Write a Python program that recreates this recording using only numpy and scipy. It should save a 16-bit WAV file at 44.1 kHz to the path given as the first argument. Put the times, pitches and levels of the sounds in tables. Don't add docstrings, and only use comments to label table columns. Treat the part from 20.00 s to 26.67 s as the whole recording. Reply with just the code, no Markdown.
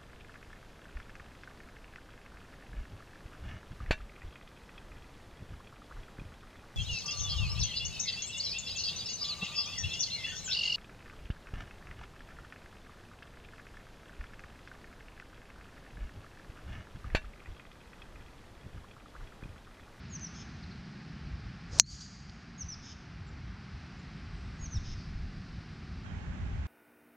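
import sys
import numpy as np
from scipy import signal
from scipy.fft import rfft, irfft
from scipy.io import wavfile
from scipy.ndimage import minimum_filter1d

SR = 44100
rng = np.random.default_rng(int(sys.argv[2]) if len(sys.argv) > 2 else 0)


def to_wav(s):
    ch = np.atleast_2d(s).T
    pcm = np.round(np.clip(ch, -1, 1) * 32767)
    wavfile.write(sys.argv[1], SR, pcm.astype(np.int16))


N = 294086
T = np.arange(N) / SR
FREQS = np.maximum(np.arange(N // 2 + 1) * SR / N, 1)
STRIKE_S = 1.7978
# delay_s, gain_db
GROUND_BOUNCES = [(.00166, -11.5), (.0042, -23.5)]


def crack(blow_db=20, push_db=-9, contact_s=.00006, push_low_hz=400):
    # pitch_hz, relative_db, t60_s
    head_modes = [(2680, -10, 0.0047), (3130, -12, .006), (3750, -20, 0.0087), (4167, -8, 0.01066),
                  (4420, -24.5, 0.027), (4630, -14.5, 0.01), (5050, -12.5, 0.01), (5520, -14.5, 0.011),
                  (5820, -13, .029), (5937, -25, .035), (6410, 0, 0.00723), (6230, -31, .05),
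                  (6484, -26, 0.049), (6790, -36, .055), (7260, -23, .022), (7580, -25, .03),
                  (8000, -41.5, .0126), (8670, -42, .02), (9620, -44, .012), (10450, -33, 0.004),
                  (12713, -36, .012), (13650, -39, .008), (15600, -45, .0065)]
    blow = (np.arange(N) == round(STRIKE_S * SR)) * 1.
    ringing = sum((-1) ** k * from_db(db) * ring(blow, hz, t60)
                  for k, (hz, db, t60) in enumerate(head_modes))
    contact = signal.lfilter([1], [1, -np.exp(-1 / (contact_s * SR))], blow + 1e-18)
    push = butter(contact, push_low_hz, "high", order=1)
    return from_db(blow_db) * (from_db(push_db) * push + ringing)


def strike(turf_db=-22, turf_t60=0.02, lawn_db=-31, lawn_t60=0.049, grass_low_hz=3800,
           halo_db=-25, halo_t60=0.016, bark_t60=.035, air_hz=7500):
    # arrival_s, gain_db
    trunk_echoes = [(1.862, -53), (1.903, -60), (1.923, -56), (1.992, -57), (2.012, -64), (2.042, -62),
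                    (2.15, -68.5)]
    direct = crack()
    treble = butter(direct, grass_low_hz, "high", order=5)
    halo = from_db(halo_db) * scattered(direct, halo_t60)
    dulled = butter(treble, air_hz, "low", order=5)
    slaps = reflected(dulled, [(s - STRIKE_S, db) for s, db in trunk_echoes])
    trunks = scattered(slaps, bark_t60)
    turf = from_db(turf_db) * scattered(treble, turf_t60)
    lawn = from_db(lawn_db) * scattered(treble, lawn_t60)
    return direct + reflected(treble, GROUND_BOUNCES) + halo + turf + lawn + trunks


def swing():
    # time_s, level_db
    swish_curve = [(1.62, -86), (1.69, -72), (1.735, -49.5), (1.77, -48.5), (1.795, -44.5), (1.81, -58),
                   (1.86, -88.5)]
    # freq_hz, level_db
    swish_colour = [(250, 3), (580, 3.5), (1100, 0), (2000, -5), (3500, -7), (5200, 6), (6700, 1),
                    (8000, -13.5), (10000, -28), (12000, -45.5)]
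    # time_s, level_db
    hiss_curve = [(1.7855, -53.5), (1.787, -35), (1.790, -44), (1.795, -60)]
    # freq_hz, level_db
    hiss_colour = [(3500, -5), (5000, 0), (8000, -6.5), (10500, -15.5), (11500, -29)]
    # time_s, pitch_hz, level_db
    shaft_glide = [(1.705, 410, -70), (1.73, 488, -58), (1.76, 547, -56), (1.797, 665, -48.5)]
    # time_s, pitch_hz, level_db
    follow_through_glide = [(1.80, 4150, -44), (1.826, 4170, -48), (1.845, 4300, -38), (1.86, 4420, -55),
                            (1.878, 4540, -39), (1.90, 4630, -38.5), (1.93, 4730, -58), (1.97, 4860, -66)]
    swish = envelope(swish_curve) * noise(swish_colour)
    pre_crack_hiss = envelope(hiss_curve) * noise(hiss_colour)
    hum = airy_tone(shaft_glide, spread_hz=25, speed_hz=150)
    follow_through = airy_tone(follow_through_glide, spread_hz=75, speed_hz=350)
    return swish + pre_crack_hiss + hum + follow_through


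def tree_echoes(flutter_db=0.5, flutter_hz=70, top_db=-1.5, top_loss_db_per_s=11.5,
                sheen_db=-13, sheen_loss_db_per_s=80):
    # arrival_s, rise_s, body_level_db, t60_s
    tree_groups = [(1.872, 0.014, -51.5, .28), (1.92, 0.028, -45.5, .66), (2.015, .0092, -44, 0.27),
                   (2.12, .06, -56.5, 1.34)]
    # freq_hz, level_db
    body_colour = [(3000, -17), (3750, -16), (4300, -6.5), (4660, 2), (5100, -2.5), (5500, -11.5),
                   (5900, -8.5)]
    # freq_hz, level_db
    top_colour = [(5500, -17), (5820, -5), (6350, -5.5), (6600, 1), (7200, -12), (8100, -20), (10500, -45)]
    # freq_hz, level_db
    sheen_colour = [(8000, 2), (10500, -16), (13000, -15), (14000, -26)]
    power = 0
    for s, rise, db, t60 in tree_groups:
        swell = np.exp(-(np.minimum(T - s, 0) / rise) ** 2)
        fall_db = 60 * np.maximum(T - s, 0) / t60
        power = power + from_db(db - fall_db) ** 2 * swell
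    travel_s = np.maximum(T - STRIKE_S, 0)
    top = from_db(top_db - top_loss_db_per_s * travel_s) * noise(top_colour)
    sheen = from_db(sheen_db - sheen_loss_db_per_s * travel_s) * noise(sheen_colour)
    flutter = from_db(flutter_db * wobble(flutter_hz))
    return np.sqrt(power) * flutter * (noise(body_colour) + top + sheen)


def birds(droop_share=0.21, tremble_hz=18, fray_hz=90, break_droop_share=0.15, break_rough_hz=70,
          slur_rough_share=0.29, waver_db=2.24, near_db=-11, near_t60=0.57, far_db=-12, far_t60=1.0):
    # start_s, length_s, top_hz, droop_power, peak_db, swell_db,
    # share_before_peak, fade_db
    whistles = [(0.087, 0.089, 6790, 2.9, -42.5, 33, 0.73, 6.5),
                (0.202, 0.081, 6250, 2.6, -43.5, 11, .6, 10),
                (2.576, 0.060, 6620, 2.14, -38.5, 25, 0.63, 7.5),
                (2.680, 0.069, 6110, 1.86, -45.5, 12, 0.14, 1),
                (4.584, 0.088, 6640, 6.5, -45.5, 28, 0.77, 1.5),
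                (4.707, 0.063, 6310, 2.1, -44.5, 12.5, 0.69, 1.5)]
    # start_s, length_s, fundamental_hz, level_db
    breaks = [(2.738, 0.017, 1870, -62), (4.760, 0.025, 2000, -53)]
    # multiple, relative_db
    break_partials = [(2, 0), (3, 0), (4, -13)]
    # start_s, length_s, first_hz, last_hz, level_db
    chirps = [(0.624, 0.025, 4750, 3860, -55.5), (0.698, 0.039, 4750, 3800, -60.5),
              (3.263, 0.038, 7690, 7130, -72.5), (3.985, 0.029, 7270, 6810, -71),
              (6.03, 0.11, 3230, 3150, -66)]
    song = np.zeros(N)

    def sing(s, hz, level, rough_hz):
        at = int(s * SR)
        tremble = rough_hz * rms_one(butter(rng.standard_normal(SR), 600, "low"))[-len(hz):]
        song[at:at + len(hz)] += np.sqrt(2) * level * sine(hz + tremble)

    for s, length, top_hz, droop_power, peak_db, swell_db, peak_share, fade_db in whistles:
        progress = np.linspace(0, 1, int(length * SR))
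        db = peak_db + np.interp(progress, [0, peak_share, 1], [-swell_db, 0, -fade_db])
        level = from_db(db) * signal.windows.tukey(len(progress), .2)
        droop = progress ** droop_power
        sing(s, top_hz * (1 - droop_share * droop), level, tremble_hz + fray_hz * droop)
    for s, length, hz, db in breaks:
        progress = np.linspace(0, 1, int(length * SR))
        for multiple, partial_db in break_partials:
            level = from_db(db + partial_db) * np.sin(np.pi * progress)
            sing(s, multiple * hz * (1 - break_droop_share * progress), level, break_rough_hz)
    for s, length, first_hz, last_hz, db in chirps:
        progress = np.linspace(0, 1, int(length * SR))
        fall_hz = first_hz - last_hz
        level = from_db(db) * np.sin(np.pi * progress)
        sing(s, first_hz - fall_hz * progress, level, slur_rough_share * fall_hz)
    song = song * from_db(waver_db * wobble(hz=120)) + buzzes()
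    twigs = from_db(near_db) * scattered(song, near_t60)
    far_trees = from_db(far_db) * scattered(song, far_t60)
    return song + reflected(song, GROUND_BOUNCES) + twigs + far_trees


def buzzes(middle_hz=5240, low_db=-9, hiss_db=-4, throb_hz=130, throb_depth=0.2, shake_hz=450):
    # start_s, length_s, level_db, rough_hz, low_hz, high_hz, high_relative_db
    buzz_notes = [(0.338, 0.098, -56, 150, 3350, 6350, -1), (2.826, 0.11, -54.5, 258, 3390, 6300, -5.5),
                  (4.834, 0.112, -53.5, 232, 3700, 6070, -13)]
    # freq_hz, level_db
    hiss_colour = [(2700, -8), (3350, 1), (3900, -3), (4500, -12), (5000, -1), (5900, 1), (6600, -1),
                   (7050, -22), (8000, -33)]
    hiss = from_db(hiss_db) * noise(hiss_colour)
    shakes = [wobble(shake_hz) for _ in range(3)]
    out = np.zeros(N)
    for s, length, db, rough_hz, low_hz, high_hz, high_db in buzz_notes:
        on = (T > s) & (T < s + length)
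        voices = zip((low_hz, middle_hz, high_hz), (low_db, 0, high_db), shakes)
        tones = sum(from_db(tone_db) * sine(hz + rough_hz * shake[on]) for hz, tone_db, shake in voices)
        contour = np.interp((T[on] - s) / length, [0, .2, .6, .92, 1], [0.25, 0.77, 0.82, 0.91, 0])
        out[on] += from_db(db) * contour * (hiss[on] + np.sqrt(2) * tones)
    return out * (1 + throb_depth * np.sin(2 * np.pi * throb_hz * T))


def ticks(half_length_s=0.0011, skirt_db=-9):
    # time_s, pitch_hz, level_db
    bursts = [(0.196, 5750, -48), (2.297, 4500, -46.5), (2.418, 5460, -62), (4.981, 5300, -53)]
    return sum(from_db(db) * np.exp(-((T - s) / half_length_s) ** 2)
               * noise([(0.74 * hz, skirt_db), (hz, 0), (1.2 * hz, skirt_db)]) for s, hz, db in bursts)


def rustle():
    # time_s, level_db
    rustle_curve = [(4.972, -69), (4.984, -59), (5.06, -64), (5.16, -82)]
    return envelope(rustle_curve) * noise([(3800, -7), (4900, 4), (6000, -9.0), (7000, -21)])


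def wind(side_db=-9, rumble_boost_db=4.0, flutter_boost_db=2.5, lumpy_db=3.0, lumpy_hz=9,
         gust_rise_s=0.016, gust_hold_s=.016, gust_fall_s=.095):
    # time_s, rumble_db, flutter_db, buffet_db
    breeze_curve = [(0.0, -49.5, -50.5, -67), (0.31, -60.5, -50.5, -73), (0.57, -51, -50, -65),
                    (1.0, -60.5, -49.5, -70), (1.36, -48, -51.5, -71), (2.13, -59.5, -53, -80),
                    (2.7, -58, -54.5, -63), (3.44, -52, -52, -69), (3.6, -54, -53.5, -71),
                    (4.12, -54.5, -51.5, -73), (4.5, -47, -51.5, -72), (4.81, -49.5, -51, -56),
                    (5.64, -54.5, -50.5, -56), (5.85, -52.5, -50, -63), (6.48, -43.5, -47.5, -52),
                    (6.67, -43.5, -50, -56)]
    # start_s, rumble_db, buffet_db
    gusts = [(1.22, -46, -65), (1.70, -39, -54), (3.71, -38.5, -54), (4.605, -46, -44.5), (4.739, -33, -39),
             (4.872, -35, -44), (5.117, -36, -38.5), (5.219, -44.5, -43), (5.53, -42, -55),
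             (5.88, -46, -54), (6.232, -37.5, -47.5), (6.405, -43, -48), (6.53, -37.5, -56)]
    # freq_hz, level_db
    buffet_colour = [(16, -5.5), (30, -3.5), (42, -2.5)]
    # freq_hz, level_db
    rumble_colour = [(44, -3), (55, 1.5), (70, 0), (90, -0.5), (105, -4.5), (140, -16)]
    # freq_hz, level_db
    flutter_colour = [(75, -20.5), (105, -8.5), (140, 1), (180, -1), (230, -6.5), (300, -14.5), (400, -18),
                      (520, -31), (700, -41.5)]
    rumble_db, flutter_db, buffet_db = in_time(breeze_curve)
    lumps_db = lumpy_db * np.clip(wobble(lumpy_hz), -2, 2)
    corners = np.cumsum([0, gust_rise_s, gust_hold_s, gust_fall_s])
    gust_rumble, gust_buffet = sum(np.outer(from_db(levels_db), np.interp(T - s, corners, [0, 1, 1, 0]))
                                   for s, *levels_db in gusts)
    buffet = np.hypot(from_db(buffet_db + lumps_db), gust_buffet)
    rumble = np.hypot(from_db(rumble_db + rumble_boost_db + lumps_db), gust_rumble)
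    flutter = from_db(flutter_db + flutter_boost_db)
    mid, side = (buffet * noise(buffet_colour) + rumble * noise(rumble_colour)
                 + flutter * noise(flutter_colour) for _ in range(2))
    return mid + from_db(side_db) * on_green() * np.array([side, -side])


def insects():
    # time_s, level_db
    hiss_curve = [(4.25, -99), (4.38, -80), (4.52, -84), (4.65, -86)]
    # time_s, pitch_hz, level_db
    trill = [(0.0, 5900, -80), (2.2, 5874, -84.5), (4.0, 5910, -78), (6.04, 5880, -82.5)]
    hiss = envelope(hiss_curve) * noise([(7400, 1), (8000, 5), (9200, -13)])
    return hiss + airy_tone(trill, spread_hz=27, speed_hz=60)


def background(green_db=-52.0, shared_power=0.027):
    # time_s, traffic_db, leaves_db
    bed_curve = [(0, -57, -63.5), (.35, -55.5, -62), (.9, -57, -63), (1.7, -56.5, -63.5), (2.6, -58.5, -66),
                 (3.5, -57, -65), (3.85, -56, -63), (4.6, -56.5, -63), (5.4, -57.5, -63), (6.0, -57, -63.5)]
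    # freq_hz, level_db
    traffic_colour = [(280, -35.5), (480, -7), (588, -5), (719, 0), (852, -1), (958, -4), (1110, 0),
                      (1540, 1.5), (1870, -0.5), (2400, -2.5), (3090, -8), (3600, -13), (4680, -40.5),
                      (7920, -120)]
    # freq_hz, level_db
    leaves_colour = [(2500, -9.5), (3200, -9), (3960, -2.5), (4730, -2), (5070, -2.5), (5900, -9.5),
                     (6400, -15), (8070, -24), (10500, -32), (12000, -40)]
    # freq_hz, level_db
    green_colour = [(310, -26), (520, -5.5), (852, -2), (955, -6.5), (1600, -3.5), (2530, -10), (2740, -11),
                    (3010, -12.5), (4760, -21), (5400, -21), (5990, -21.5), (6720, -23.5), (7530, -25),
                    (8070, -35.5), (10500, -40.5), (17800, -120)]
    # freq_hz, left_minus_right_db
    green_lean = [(400, 0), (880, -4.5), (1500, -7.5), (2600, -7), (4450, -2.5), (7600, -1)]
    traffic_db, leaves_db = in_time(bed_curve)
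    tee = insects() + from_db(traffic_db) * noise(traffic_colour)
    tee += from_db(leaves_db) * noise(leaves_colour)
    centre = np.sqrt(shared_power) * noise(green_colour)
    channels = [shaped(centre + noise(green_colour), sign * over_hz(green_lean) / 2) for sign in (1, -1)]
    green = from_db(green_db) * rms_one(np.array(channels))
    fade_angle = np.pi / 2 * on_green()
    return np.cos(fade_angle) * tee + np.sin(fade_angle) * green


def on_green(change_s=6.04, fade_s=0.011):
    return np.clip((T - change_s) / fade_s + .5, 0, 1)


def from_db(db):
    return 10 ** (np.asarray(db) / 20)


def rms_one(x):
    return x / np.sqrt(np.mean(x ** 2) + 1e-20)


def in_time(rows):
    s, *columns = np.transpose(rows)
    return [np.interp(T, s, c) for c in columns]


def envelope(rows):
    return from_db(in_time(rows)[0]) * (T > rows[0][0]) * (T < rows[-1][0])


def over_hz(points):
    hz, value = np.transpose(points)
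    return np.interp(np.log(FREQS), np.log(hz), value)


def shaped(x, db):
    return irfft(rfft(x) * from_db(db), N)


def noise(colour, edge_db=60):
    octaves_outside = np.abs(np.log2(FREQS / np.clip(FREQS, colour[0][0], colour[-1][0])))
    return rms_one(shaped(rng.standard_normal(N), over_hz(colour) - edge_db * octaves_outside))


def butter(x, hz, kind, order=2):
    return signal.sosfilt(signal.butter(order, hz, kind, fs=SR, output="sos"), x + 1e-18)


def wobble(hz):
    return rms_one(butter(rng.standard_normal(N), hz, "low"))


def sine(hz):
    return np.sin(2 * np.pi * np.cumsum(hz) / SR)


def airy_tone(rows, spread_hz, speed_hz):
    hz, db = in_time(rows)
    return from_db(db) * sine(hz + spread_hz * wobble(speed_hz)) * (T > rows[0][0]) * (T < rows[-1][0])


def ring(force, hz, t60):
    r, w = from_db(-60 / (t60 * SR)), 2 * np.pi * hz / SR
    return signal.lfilter([0, np.sin(w)], [1, -2 * r * np.cos(w), r * r], force + 1e-18)


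def reflected(x, rows):
    return sum(from_db(db) * np.interp(T - delay, T, x, left=0) for delay, db in rows)


def scattered(x, t60):
    cloud = rng.standard_normal(SR) * from_db(-60 * T[:SR] / t60)
    return signal.fftconvolve(x, cloud / np.linalg.norm(cloud))[:N]


def released(over_db, db_per_s):
    return np.maximum.accumulate(over_db + db_per_s * T) - db_per_s * T


def scene():
    return wind() + background() + swing() + strike() + tree_echoes() + ticks() + rustle() + birds()


def record(dry, threshold_db=1.2, fast_db_per_s=105, slow_share=0.32, slow_db_per_s=10.5,
           split_hz=240, cutoff_hz=16500):
    over_db = np.maximum(20 * np.log10(np.abs(dry).max(axis=0) + 1e-9) - threshold_db, 0)
    over_db = -minimum_filter1d(-over_db, size=45)
    duck_db = np.maximum(released(over_db, fast_db_per_s), released(slow_share * over_db, slow_db_per_s))
    gain = from_db(-duck_db)
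    bass = butter(dry * from_db(-over_db), split_hz, "low")
    clipped = np.clip(dry * gain + bass * (1 - gain), -1, 1)
    return butter(clipped, cutoff_hz, "low", order=10)


dry = scene()
out = record(dry)
to_wav(out)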